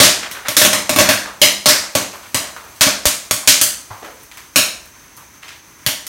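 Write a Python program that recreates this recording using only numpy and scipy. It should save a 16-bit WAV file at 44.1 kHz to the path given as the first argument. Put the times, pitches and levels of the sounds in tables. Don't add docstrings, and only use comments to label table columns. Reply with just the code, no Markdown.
import sys
import numpy as np
from scipy import signal
from scipy.fft import rfft, irfft
from scipy.io import wavfile

SR = 44100
rng = np.random.default_rng(int(sys.argv[2]) if len(sys.argv) > 2 else 0)


def output_pcm(signal):
    pcm = np.clip(np.atleast_2d(signal).T, -1, 1) * 32767
    wavfile.write(sys.argv[1], SR, np.round(pcm).astype(np.int16))


N = 268116

# start in seconds, level in dB before the crack trim, crack centre in Hz,
# hull ring in Hz, delay of the echo off the wok wall in ms, signed echo share (ratio),
# kick on the wok in dB before the knock and ring trims.
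KERNEL_POPS = [(0.001, 5.5, 2170, 7300, 0.22, 0.35, -12), (0.031, 1.5, 2360, 7360.0, 0.19, 0.1, -24),
               (0.313, -25.0, 910, 2160.0, 0.42, -0.44, -47),
               (0.484, -15, 1720.0, 2280.0, 0.41, -0.23, -29.5),
               (0.567, -1.0, 4420, 1300.0, 0.546, 0.2, -24), (0.6155, -3.5, 2950.0, 1610, 0.43, -0.2, -22),
               (0.649, -4.5, 1540.0, 8200, 0.31, 0.55, -18.5), (0.731, -5.5, 1090, 7900, 0.97, 0.5, -24.5),
               (0.8937, -8.5, 1120.0, 7900, 0.65, -0.34, -21.5),
               (0.9612, -9.5, 1730, 1440.0, 1.16, 0.24, -20), (0.9862, -2.5, 1730, 6150, 1.14, 0.4, -16.0),
               (1.006, -8.5, 1200.0, 1460, 0.5, 0.3, -16.5), (1.0892, -2.5, 2090, 1600, 1.14, 0.2, -18.5),
               (1.4163, 1, 3470, 2700, 0.99, 0.5, -18.0), (1.6583, -0.5, 2080, 6400, 0.22, 0.35, -17.5),
               (1.6868, -1.5, 2380.0, 6320.0, 0.31, -0.4, -26.5),
               (1.9521, -7.5, 1300, 7140, 0.57, -0.16, -18.5), (2.3453, -9, 1260, 8160, 1.002, 0.4, -25),
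               (2.8093, 1.5, 2060, 6900, 0.22, 0.19, -21.5), (2.867, -10.5, 910, 5670, 1.06, -0.7, -22.5),
               (3.0548, -6, 2630, 7800, 0.81, 0.05, -26.5), (3.3104, -11.0, 2130.0, 8200, 0.89, 0.35, -29),
               (3.4746, 3, 3240, 7350, 1.26, 0.15, -23.5), (3.6133, -7.5, 5640.0, 8200, 0.65, 0.54, -29.5),
               (4.559, -2, 3660, 2370, 0.74, 0.54, -21), (5.8637, -11, 2460, 3100, 0.777, -0.27, -30.5),
               (6.067, -28, 7000.0, 6030, 0.39, 0.1, -56)]
# start in seconds, level in dB, pitch in Hz,
# contact time in seconds.
CORN_LANDINGS = [(.228, -14.5, 1670, 0.004), (.346, -15, 1460, 0.0066), (0.449, -13, 1460, 0.0065),
                 (.469, -23, 1800, 0.0013), (1.252, -15, 1164, 0.0038), (1.829, -20, 1380, .006),
                 (2.13, -20, 1200, 0.0042), (2.225, -24, 2190, 0.011), (2.44, -20.5, 1390, 0.0032),
                 (2.564, -20.5, 1140, .0008), (2.63, -15, 1210, 0.029), (3.427, -19, 1070, .0017),
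                 (3.903, -13, 960, 0.005), (4.022, -17, 496, 0.0048), (4.045, -23, 1270, .002),
                 (4.314, -32, 2070, .0002), (4.3722, -28.5, 1950, .0008), (5.173, -25.5, 1020, .0018),
                 (5.421, -24, 2240, 0.0058), (5.48, -24, 2330, 0.003)]
# start in
# seconds, level in dB, pitch in Hz, 60 dB decay in seconds.
LOW_THUDS = [(2.347, -25, 95, 0.15), (2.868, -21, 113.5, 0.14), (3.059, -10.5, 74, 0.06),
             (3.907, -28.5, 103, 0.19), (5.868, -15.5, 123, 0.061)]
# pitch in Hz, mean level in dB, 60 dB decay in seconds.
WOK_MODES = [(114, -3, 0.25), (198.5, -11.5, 0.63), (274.3, 0, 0.28), (326, -7.5, 0.25), (541, -1, 0.17),
             (605.4, 6.5, 0.28), (825, -5.5, 0.14), (1118, -1, 0.29), (1610, -18.5, 0.79),
             (2250, 0.5, 0.12)]
# frequency in Hz, relative level in dB.
CRACK_SPECTRUM = [(40, -37), (200, 5.5), (500, -29), (900, -4), (2000, 0), (6800, 2), (7600, -1.5),
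                  (9500, 4), (10400, -1.5), (11500, 4.5), (15500, 0)]
# frequency in Hz, relative level in dB.
KNOCK_SPECTRUM = [(25, -19), (65, -4), (120, 3.5), (300, 4), (450, -3.5), (620, 8), (900, -4), (2000, -4),
                  (8000, -49)]
# frequency in Hz, relative level in dB.
FLAME_SPECTRUM = [(15, -34), (25, -20), (55, 1), (215, -8.5), (322, -6), (469, -13.5), (782, -14.5),
                  (997, -5.5), (1080, -8.5), (2420, -10), (2850, -16), (5010, -18), (6210, -8.5),
                  (6920, -18.5), (15500, -20.5)]
# band centre in Hz, 60 dB decay in seconds.
KITCHEN_DECAY = [(60, 0.56), (160, 0.28), (420, 0.66), (1100, 0.49), (2900, 0.42), (7000, .45),
                 (14000, 0.3)]
# time in seconds, sizzle level in dB.
SIZZLE_LEVEL = [(0, -46), (2.6, -44), (4.0, -48), (5.2, -58), (6.08, -58)]
# start in seconds, level in dB before the spit trim.
OIL_SPITS = [(4.0467, -29), (4.2338, -26), (4.3725, -20.5), (4.8574, -29), (5.1672, -24), (5.1744, -25)]
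# start in seconds, level in dB.
AIR_PUFFS = [(3.0554, 11), (3.3118, 8)]

RING = 32768
AGE = np.arange(RING) / SR
FREQ = np.maximum(np.arange(RING // 2 + 1) * SR / RING, 1)

WEAK_Q, STRONG_Q, Q_GROWTH = 0.044, 0.54, 0.77
SNAP_DB, SNAP_PER_DB, SNAP_MAX_DB = 4.5, -0.44, 10.5
STOVE_HZ, STOVE_Q = 980, 2.24


def undb(db):
    return 10 ** (np.asarray(db) / 20)


def unit(x):
    return x / np.sqrt(np.mean(x ** 2))


def along(points, f):
    hz, value = np.transpose(points)
    return np.interp(np.log(f), np.log(hz), value)


def resonance(f, hz, q):
    return 1 / np.sqrt(1 + (q * (f / hz - hz / f)) ** 2)


def colour(x, gain):
    cepstrum = irfft(np.log(np.maximum(gain, 1e-5)))
    cepstrum[1:RING // 2] *= 2
    cepstrum[RING // 2 + 1:] = 0
    return irfft(rfft(x) * np.exp(rfft(cepstrum)))


def fade(t60):
    return np.exp(-np.log(1000) * AGE / t60)


def swing(hz, t60):
    return np.sin(2 * np.pi * hz * AGE) * fade(t60)


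def add(track, s, sound):
    start = int(np.clip(s * SR, 0, N - 1))
    track[start:start + len(sound)] += sound[:N - start]


BAND_HZ = [hz for hz, _ in KITCHEN_DECAY]
BANDS = [np.interp(np.log(FREQ), np.log(BAND_HZ), row) for row in np.eye(len(KITCHEN_DECAY))]
FADES = [fade(t60) for _, t60 in KITCHEN_DECAY]


def kitchen(uneven_db=1.0, clump_s=0.0014, blend_s=0.3):
    knots = np.arange(600)
    unevenness = np.interp(AGE / clump_s, knots, rng.standard_normal(len(knots)))
    clumps = undb(uneven_db * np.exp(-AGE / blend_s) * unevenness)
    echoes = rfft(rng.standard_normal(RING) * clumps)
    return sum(irfft(echoes * band) * decay for band, decay in zip(BANDS, FADES))


def burst(snap_db, snap_s=0.0022, wall_db=-7, build_s=0.0015):
    crack = rng.standard_normal(RING) * np.exp(-AGE / snap_s) * undb(snap_db)
    wall_delay_s = rng.uniform(0.00396, 0.0108)
    slap = np.roll(crack, int(wall_delay_s * SR)) * undb(wall_db)
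    return crack + slap + kitchen() * (1 - np.exp(-AGE / build_s))


def burner(flame_db=-44.5, flutter_db=1, whistle_db=-54, whistle_hz=6250, whistle_q=22):
    f = np.maximum(np.arange(N // 2 + 1) * SR / N, 1)

    def shaped_noise(gain):
        return unit(irfft(rfft(rng.standard_normal(N)) * gain, N))

    flame = shaped_noise(undb(along(FLAME_SPECTRUM, f)))
    flutter = shaped_noise(resonance(f, 5.4, 1) ** 2)
    whistle = shaped_noise(resonance(f, whistle_hz, whistle_q) ** 2)
    return flame * undb(flame_db + flutter_db * flutter) + undb(whistle_db) * whistle


def sizzle(per_s=260, hz=6000, q=0.13):
    sizes = undb(5 * np.minimum(rng.exponential(size=N), 3.5))
    bursting = rng.random(N) < per_s / SR
    bubbles = bursting * rng.choice([-1, 1], N) * sizes
    bubble_tick = colour(burst(snap_db=-11.0, snap_s=0.00028), resonance(FREQ, hz, q))
    bubbling = unit(signal.fftconvolve(bubbles, bubble_tick)[:N])
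    level_db = np.interp(np.arange(N) / SR, *np.transpose(SIZZLE_LEVEL))
    return undb(level_db) * bubbling


def spits(spit_db=-17, hz=12500, q=0.98):
    out = np.zeros(N)
    for s, db in OIL_SPITS:
        tick = colour(burst(snap_db=13, snap_s=0.0012), resonance(FREQ, hz, q))
        add(out, s, undb(db + spit_db) * tick)
    return out


def thuds(puff_hz=520, puff_t60_s=0.0016):
    out = np.zeros(N)
    for s, db in AIR_PUFFS:
        add(out, s, undb(db) * swing(puff_hz, puff_t60_s))
    for s, db, hz, t60 in LOW_THUDS:
        add(out, s, undb(db) * swing(hz, t60))
    return out


def tap(hz, q, contact_s, snap_db, crumble_db=2, crumb_s=0.00263):
    swell = 1 - np.exp(-AGE / max(contact_s, 1 / SR))
    unevenness = np.interp(AGE / crumb_s, np.arange(20), rng.standard_normal(20), right=0)
    blow = burst(snap_db) * swell * undb(crumble_db * unevenness)
    dulling = np.hypot(1, FREQ * contact_s / 20)
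    return colour(blow, resonance(FREQ, hz, q) / dulling)


def landings(landing_q=0.89, tumble_db=-41, tumble_hz=1500, flight_s=0.41):
    out = np.zeros(N)
    for s, db, hz, contact_s in CORN_LANDINGS:
        q = landing_q + STOVE_Q * resonance(hz, STOVE_HZ, 4) ** 2
        add(out, s, undb(db) * tap(hz, q, contact_s, snap_db=11.5))
    for s, *_ in KERNEL_POPS:
        late, size, pitch = rng.standard_normal(3)
        landing_s = s + flight_s * np.exp(0.16 * late)
        tumble = tap(tumble_hz * np.exp(0.25 * pitch), q=0.62, contact_s=0.0056, snap_db=3)
        add(out, landing_s, undb(tumble_db + 2 * size) * tumble)
    return out


def wok_ring(scatter_db=1.5, waver=0.87, waver_s=0.0181):
    out, knots = 0, np.arange(40)
    for hz, db, t60 in WOK_MODES:
        real, imag = rng.standard_normal((2, len(knots)))
        echoes = np.interp(AGE / waver_s, knots, real + 1j * imag)
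        mode = (1 + waver * echoes) * np.exp(2j * np.pi * hz * AGE) * rng.choice([-1, 1])
        drive = undb(db + scatter_db * rng.standard_normal())
        out = out + drive * mode.imag * fade(t60)
    return out


def tearing(echo_ms, share, splinter=0.3, tear_s=0.0046, echo_top_hz=9000):
    splinters = rfft(rng.standard_normal(RING) * np.exp(-AGE / tear_s))
    splinters = splinters / np.linalg.norm(splinters)
    echo = share * np.exp(-2j * np.pi * FREQ * echo_ms / 1000)
    echo = echo / np.hypot(1, (FREQ / echo_top_hz) ** 2)
    return unit(np.abs(1 + splinter * splinters + echo))


def pops(crack_db=-1, ring_db=-5, knock_db=8, hull_q=2.25, hull_boost_db=5):
    out = np.zeros(N)
    for s, db, hz, hull_hz, echo_ms, share, kick_db in KERNEL_POPS:
        q = WEAK_Q + STRONG_Q * undb(Q_GROWTH * db)
        snap_db = min(SNAP_DB + SNAP_PER_DB * db, SNAP_MAX_DB)
        crack = undb(db + crack_db + along(CRACK_SPECTRUM, FREQ)) * resonance(FREQ, hz, q)
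        hull_ring = undb(hull_boost_db * resonance(FREQ, hull_hz, hull_q) ** 2)
        torn_hull = crack * hull_ring * tearing(echo_ms, share)
        knock = undb(kick_db + knock_db + along(KNOCK_SPECTRUM, FREQ))
        pop = colour(burst(snap_db), np.hypot(torn_hull, knock))
        add(out, s, pop + undb(kick_db + ring_db) * wok_ring())
    return out


def scene():
    mono = burner() + sizzle() + spits() + thuds() + landings() + pops()
    return np.array([mono, mono])


def record(dry, rumble_hz=42, top_hz=15850):
    clipped = dry / (1 + dry ** 6) ** (1 / 6)
    lean = signal.sosfilt(signal.butter(2, rumble_hz, "high", fs=SR, output="sos"), clipped)
    return signal.sosfilt(signal.ellip(10, 0.1, 70, top_hz, fs=SR, output="sos"), lean)


dry = scene()
out = record(dry)
output_pcm(out)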